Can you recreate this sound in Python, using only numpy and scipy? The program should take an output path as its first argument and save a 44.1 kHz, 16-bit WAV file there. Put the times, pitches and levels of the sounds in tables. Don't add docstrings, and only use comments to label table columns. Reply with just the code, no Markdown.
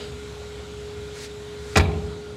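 import sys
import numpy as np
from scipy import signal
from scipy.fft import rfft, irfft
from scipy.io import wavfile
from scipy.ndimage import uniform_filter1d

SR = 44100
rng = np.random.default_rng(int(sys.argv[2]) if len(sys.argv) > 2 else 0)


def invert_db(x):
    u = np.asarray(x, float) / 20
    return 10 ** u


def transcribe(signal):
    frames = np.atleast_2d(signal).T
    limited = np.clip(frames, -1, 1)
    pcm = np.round(limited * 32767).astype(np.int16)
    wavfile.write(sys.argv[1], SR, pcm)


N = 104076

# (time [s], ring level [dB], chatter length [s], tilt [dB per octave], low-pass [Hz])
LATCH_CONTACTS = [(1.7565, -18, 0.0029, -4.5, 5800), (1.759, -17, .009, 1, 7000),
                  (1.7703, -13.5, 0.0076, 1, 15000), (1.778, -18.5, 0.0097, 1, 11500),
                  (1.796, -24.5, 0.017, -0.8, 5000), (1.808, -33, 0.0045, 1, 9000)]
# (frequency [Hz], level before tilt [dB], t60 [s])
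LATCH_MODES = [(660, -11, .06), (775, -3, .06), (890, -8, .04), (1100, -7, .02), (1380, 0, .035),
               (1735, -2, .04), (1965, -6, .03), (2400, -4, .02), (3130, -10, .012), (3840, -8, .015),
               (4770, -10, .01), (5660, -12, .012), (6870, -8, .012), (8000, -14, .01)]
# (frequency [Hz], relative level [dB per Hz])
CRACK_SPECTRUM = [(250, -40), (550, -13), (1000, -4.5), (2450, -12), (4250, -13), (7010, -19),
                  (14600, -38.5), (16100, -56)]
CRACK_DB = 1
CHATTER_PER_S, CHATTER_SPREAD_DB = 4000, 4
ATTACK_SHARE = 0.16

# (time [s], level [dB], chatter length [s], ring frequency [Hz])
PAWL_TAPS = [(1.759, -14.5, 0.0073, 2405), (1.796, -23.5, 0.012, 2350), (1.853, -35, 0.011, 2360),
             (1.916, -40, 0.0064, 2380), (1.94, -45.5, 0.0037, 2650), (2.298, -48.5, 0.0098, 1330)]
PAWL_T60_S = 0.02

# (time [s], gain [dB], contact time [s])
FRAME_BLOWS = [(1.7655, -16, 0.0017), (1.7745, -12, 0.0018), (1.785, -13, .004), (1.798, -12, 0.0048),
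               (1.811, -20.5, 0.0016)]
# (frequency [Hz], level [dB], t60 [s])
BODY_MODES = [(59, -16, .3), (67.3, -16.5, 1.07), (76, 3.5, .09), (90.4, -14.5, 0.72), (103.6, -19.5, 0.54),
              (125, -7.5, 0.13), (146, -15.5, .7), (164.8, -22, 1.1), (203, 0, 0.069), (227.7, -12, 0.48),
              (286, -12, 0.25), (325, -4, 0.11), (372, -3.5, 0.3), (416, 6.5, 0.074)]

# (start [s], swell time [s], stop time [s], level at full swell [dB], tilt [dB per octave])
CLOTH_SLIDES = [(1.1, 0.146, 0.024, -40, -0.7), (1.55, 0.253, 0.012, -44, -.7)]
# (frequency [Hz], relative level [dB per Hz])
CLOTH_SPECTRUM = [(350, -33), (600, -19), (698, -15), (1370, -20.5), (1570, -8), (2220, -3.5), (3090, -11),
                  (3750, -4), (7990, -9), (16100, -32.5)]
# (frequency [Hz], relative level [dB per Hz])
RUSTLE_SPECTRUM = [(350, -9), (600, -4.5), (1160, -22), (1670, -11.5), (1920, -17), (2160, -11),
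                   (2560, -23), (3000, -8), (3500, -16), (3900, -10.5), (4300, -20.5), (4800, -8),
                   (5420, -25), (7650, -25.5), (14000, -51)]
RUSTLE_DB, RUSTLE_STOP_S = -39, 0.075

# (frequency [Hz], t60 [s])
HALL_T60 = [(60, 1.1), (150, 1.6), (300, 1.35), (700, 0.91), (1500, 0.44), (3000, 0.46), (6000, 0.15),
            (12000, 0.22)]
# (frequency [Hz], level [dB])
HALL_TONE = [(60, -5.5), (150, 1), (300, -1), (550, -2), (900, -1.5), (1500, -9.5), (2400, -7.5),
             (3800, -1.5), (6000, -14), (12000, -2)]
HALL_DB = -5.5

# (frequency [Hz], relative level [dB per Hz])
AIR_SPECTRUM = [(25, -42), (47, -11), (60, -35), (85, -5), (110, -8.5), (150, -7), (200, -15.5),
                (256, -11.5), (355, -21), (465, -14), (578, -21.5), (1200, -24.5), (1400, -22.5),
                (1700, -27), (2200, -24.5), (2750, -28), (3300, -25.5), (3900, -24.5), (4600, -29.5),
                (5800, -33), (7000, -32.5), (8000, -33), (8400, -38.5), (11000, -44.5), (13700, -52.5),
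                (16100, -63)]
# (time [s], level change [dB])
AIR_DRIFT = [(0, 1), (.5, 0), (1.0, -0.5), (1.5, -0.5), (2.0, -1), (2.36, -3)]
AIR_DB, PATCHY_DB = -45.5, 1.36

# (time [s], rms level [dB])
HUM_LEVEL = [(0, -38), (.1, -39.5), (.66, -40.5), (.99, -36), (1.16, -40), (1.66, -38), (2.03, -35.5),
             (2.36, -39)]
HUM_HZ, HUM_WAVER_DB = 417.1, 0.5
# (time [s], rms level [dB])
DRONE_LEVEL = [(0.0, -41), (0.036, -44), (0.852, -45), (0.922, -54), (0.994, -43), (1.396, -50.5),
               (1.424, -54), (1.576, -43), (1.7, -46)]
DRONE_HZ, DRONE_WAVER_DB = 68.2, 0.5
# (frequency [Hz], width at half amplitude [Hz], rms level [dB])
FUZZY_TONES = [(1419, 46, -58.5), (2152, 40, -69.5)]

DUCK_FROM_DB, DUCK_SHARE, RECOVER_DB_PER_S = -15, 0.13, 6.5
CEILING, MIC_LOW_HZ, MIC_HIGH_HZ = 0.79, 52, 16250


def contact(start, db, length, tilt_db, top_hz):
    clicks, envelope = chatter(length)
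    sound = peaked(signal.fftconvolve(clicks, ring(LATCH_MODES, tilt_db)[:SR // 8]))
    crack = evened(coloured(rng.standard_normal(2048), CRACK_SPECTRUM, tilt_db))
    add(sound, 0, invert_db(CRACK_DB) * envelope * crack)
    low_pass = signal.butter(4, top_hz, fs=SR, output="sos")
    return start, invert_db(db) * signal.sosfilt(low_pass, sound)


def rebound(start, db, length, hz):
    clicks, _ = chatter(length)
    pawl = ring([(hz, 0, PAWL_T60_S)])[:SR // 8]
    return start, invert_db(db) * peaked(signal.fftconvolve(clicks, pawl))


def chatter(length):
    t = np.arange(2048) / SR
    hit = rng.random(2048) < CHATTER_PER_S / SR
    size_db = CHATTER_SPREAD_DB * np.minimum(rng.exponential(1, 2048), 3)
    sign = rng.choice([-1, 1], 2048)
    envelope = np.minimum(t / (ATTACK_SHARE * length), 1) * np.exp(-(t / length) ** 2)
    return envelope * hit * sign * invert_db(size_db), envelope


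def blow(start, db, contact_s):
    push = np.sin(np.pi * np.arange(0, contact_s, 1 / SR) / contact_s)
    return start, invert_db(db) * signal.fftconvolve(push / push.sum(), ring(BODY_MODES))


def slide(start, swell, stop, db, tilt_db, spectrum):
    t = np.arange(SR // 2) / SR
    grain_db = 0.8 * evened(uniform_filter1d(rng.standard_normal(len(t)), size=60))
    grain = rng.standard_normal(len(t)) * invert_db(grain_db)
    rise = (t / swell) ** 0.85
    fall = np.exp(-((t - swell) / stop) ** 2)
    envelope = np.where(t < swell, rise, fall)
    return start, invert_db(db) * envelope * evened(coloured(grain, spectrum, tilt_db))


def rustle():
    return slide(-0.03, 0.03, RUSTLE_STOP_S, RUSTLE_DB, 0, RUSTLE_SPECTRUM)


def hall(x):
    first, spacing = 600, 20
    taps = np.zeros(SR)
    grid = np.arange(first, SR - spacing, spacing)
    at = grid + rng.integers(0, spacing, grid.shape)
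    taps[at] = rng.choice([-1., 1.], at.shape)
    hz, t, z = signal.stft(taps, SR, nperseg=1024)
    t60 = read(HALL_T60, hz)[:, None]
    decay_db = read(HALL_TONE, hz)[:, None] - 60 * t / t60
    z = z * invert_db(decay_db) / np.sqrt(t60 * (SR / spacing) / np.log(1e6))
    tail = signal.istft(z, SR, nperseg=1024)[1]
    tail[:first] = 0
    return signal.fftconvolve(x, tail)[:N]


def air():
    frames, hz = N // 512 + 5, np.fft.rfftfreq(2048, 1 / SR)
    real, imaginary, patches = rng.standard_normal((frames, 1025, 3)).T
    patches = uniform_filter1d(patches, size=20, axis=0)
    patches = evened(uniform_filter1d(patches, size=8, axis=1))
    drift_db = np.interp(np.arange(frames) * 512 / SR, *np.transpose(AIR_DRIFT))
    drift_db = drift_db * np.clip(hz / 2000, 0, 1)[:, None]
    z = (real + 1j * imaginary) * invert_db(read(AIR_SPECTRUM, hz)[:, None] + PATCHY_DB * patches + drift_db)
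    full_to_upper = np.sqrt(np.sum(abs(z) ** 2) / np.sum(abs(z[hz > 500]) ** 2))
    noise = signal.istft(z, nperseg=2048, noverlap=1536)[1][:N]
    return invert_db(AIR_DB) * full_to_upper * evened(noise)


def machines():
    out = wavering_tone(HUM_HZ, HUM_LEVEL, HUM_WAVER_DB * wander(2.904, 30))
    out = out + wavering_tone(DRONE_HZ, DRONE_LEVEL, DRONE_WAVER_DB * wander(4.71, 13))
    f = np.fft.rfftfreq(N, 1 / SR)
    for hz, width, db in FUZZY_TONES:
        resonance = 1 / (1 + (2 * (f - hz) / width) ** 2)
        out = out + invert_db(db) * evened(irfft(rfft(rng.standard_normal(N)) * resonance, N))
    return out


def wavering_tone(hz, level, waver_db):
    t = np.arange(N) / SR
    level_db = np.interp(t, *np.transpose(level)) + waver_db
    return np.sqrt(2) * invert_db(level_db) * np.sin(2 * np.pi * hz * t)


def wander(low_hz, high_hz):
    t = np.arange(N) / SR
    rates = np.geomspace(low_hz, high_hz, num=16)
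    return evened(sum(np.sin(2 * np.pi * (f * t + rng.random())) / np.sqrt(f) for f in rates))


def ring(modes, tilt_db=0):
    t = np.arange(SR) / SR
    out = np.zeros(SR)
    for hz, db, t60 in modes:
        level_db = db + tilt_db * np.log2(hz / 2000) - 60 * t / t60
        out += invert_db(level_db) * np.sin(2 * np.pi * hz * t)
    return out


def coloured(x, points, tilt_db):
    hz = np.fft.rfftfreq(len(x), 1 / SR)
    gain_db = read(points, hz) + tilt_db * np.log2((hz + 1) / 2000)
    return irfft(rfft(x) * invert_db(gain_db), len(x))


def read(points, hz):
    f, value = np.transpose(points)
    return np.interp(np.log(hz + 1), np.log(f + 1), value)


def evened(x):
    return x / np.sqrt(np.mean(x ** 2) + 1e-20)


def peaked(x):
    return x / np.sqrt(np.max(uniform_filter1d(x ** 2, size=200)) + 1e-20)


def add(mix, s, sound):
    at = round(s * SR)
    sound = sound[max(-at, 0):]
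    part = mix[max(at, 0):][:len(sound)]
    part += sound[:len(part)]


def scene():
    seat, cloth = np.zeros(N), np.zeros(N)
    for table, source in ((LATCH_CONTACTS, contact), (PAWL_TAPS, rebound), (FRAME_BLOWS, blow)):
        for row in table:
            add(seat, *source(*row))
    for row in CLOTH_SLIDES:
        add(cloth, *slide(*row, CLOTH_SPECTRUM))
    add(cloth, *rustle())
    mix = seat + invert_db(HALL_DB) * hall(seat) + cloth + air() + machines()
    return mix[None]


def band_limit(x):
    return signal.sosfilt(signal.butter(12, 16290, fs=SR, output="sos"), x)


def record(dry):
    power_db = 10 * np.log10(abs(uniform_filter1d(dry[0] ** 2, size=800, origin=399)) + 1e-12)
    cut_db = DUCK_SHARE * np.maximum(power_db - DUCK_FROM_DB, 0)
    recovery_db = np.arange(N) * RECOVER_DB_PER_S / SR
    cut_db = np.maximum.accumulate(cut_db + recovery_db) - recovery_db
    ducked = dry / invert_db(uniform_filter1d(cut_db, size=400))
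    mic = CEILING * np.tanh(ducked / CEILING)
    mic = signal.sosfilt(signal.butter(4, MIC_LOW_HZ, "high", fs=SR, output="sos"), mic)
    mic = signal.oaconvolve(mic, signal.firwin(255, MIC_HIGH_HZ, fs=SR)[None], "same")
    return band_limit(mic)


dry = scene()
out = record(dry)
transcribe(out)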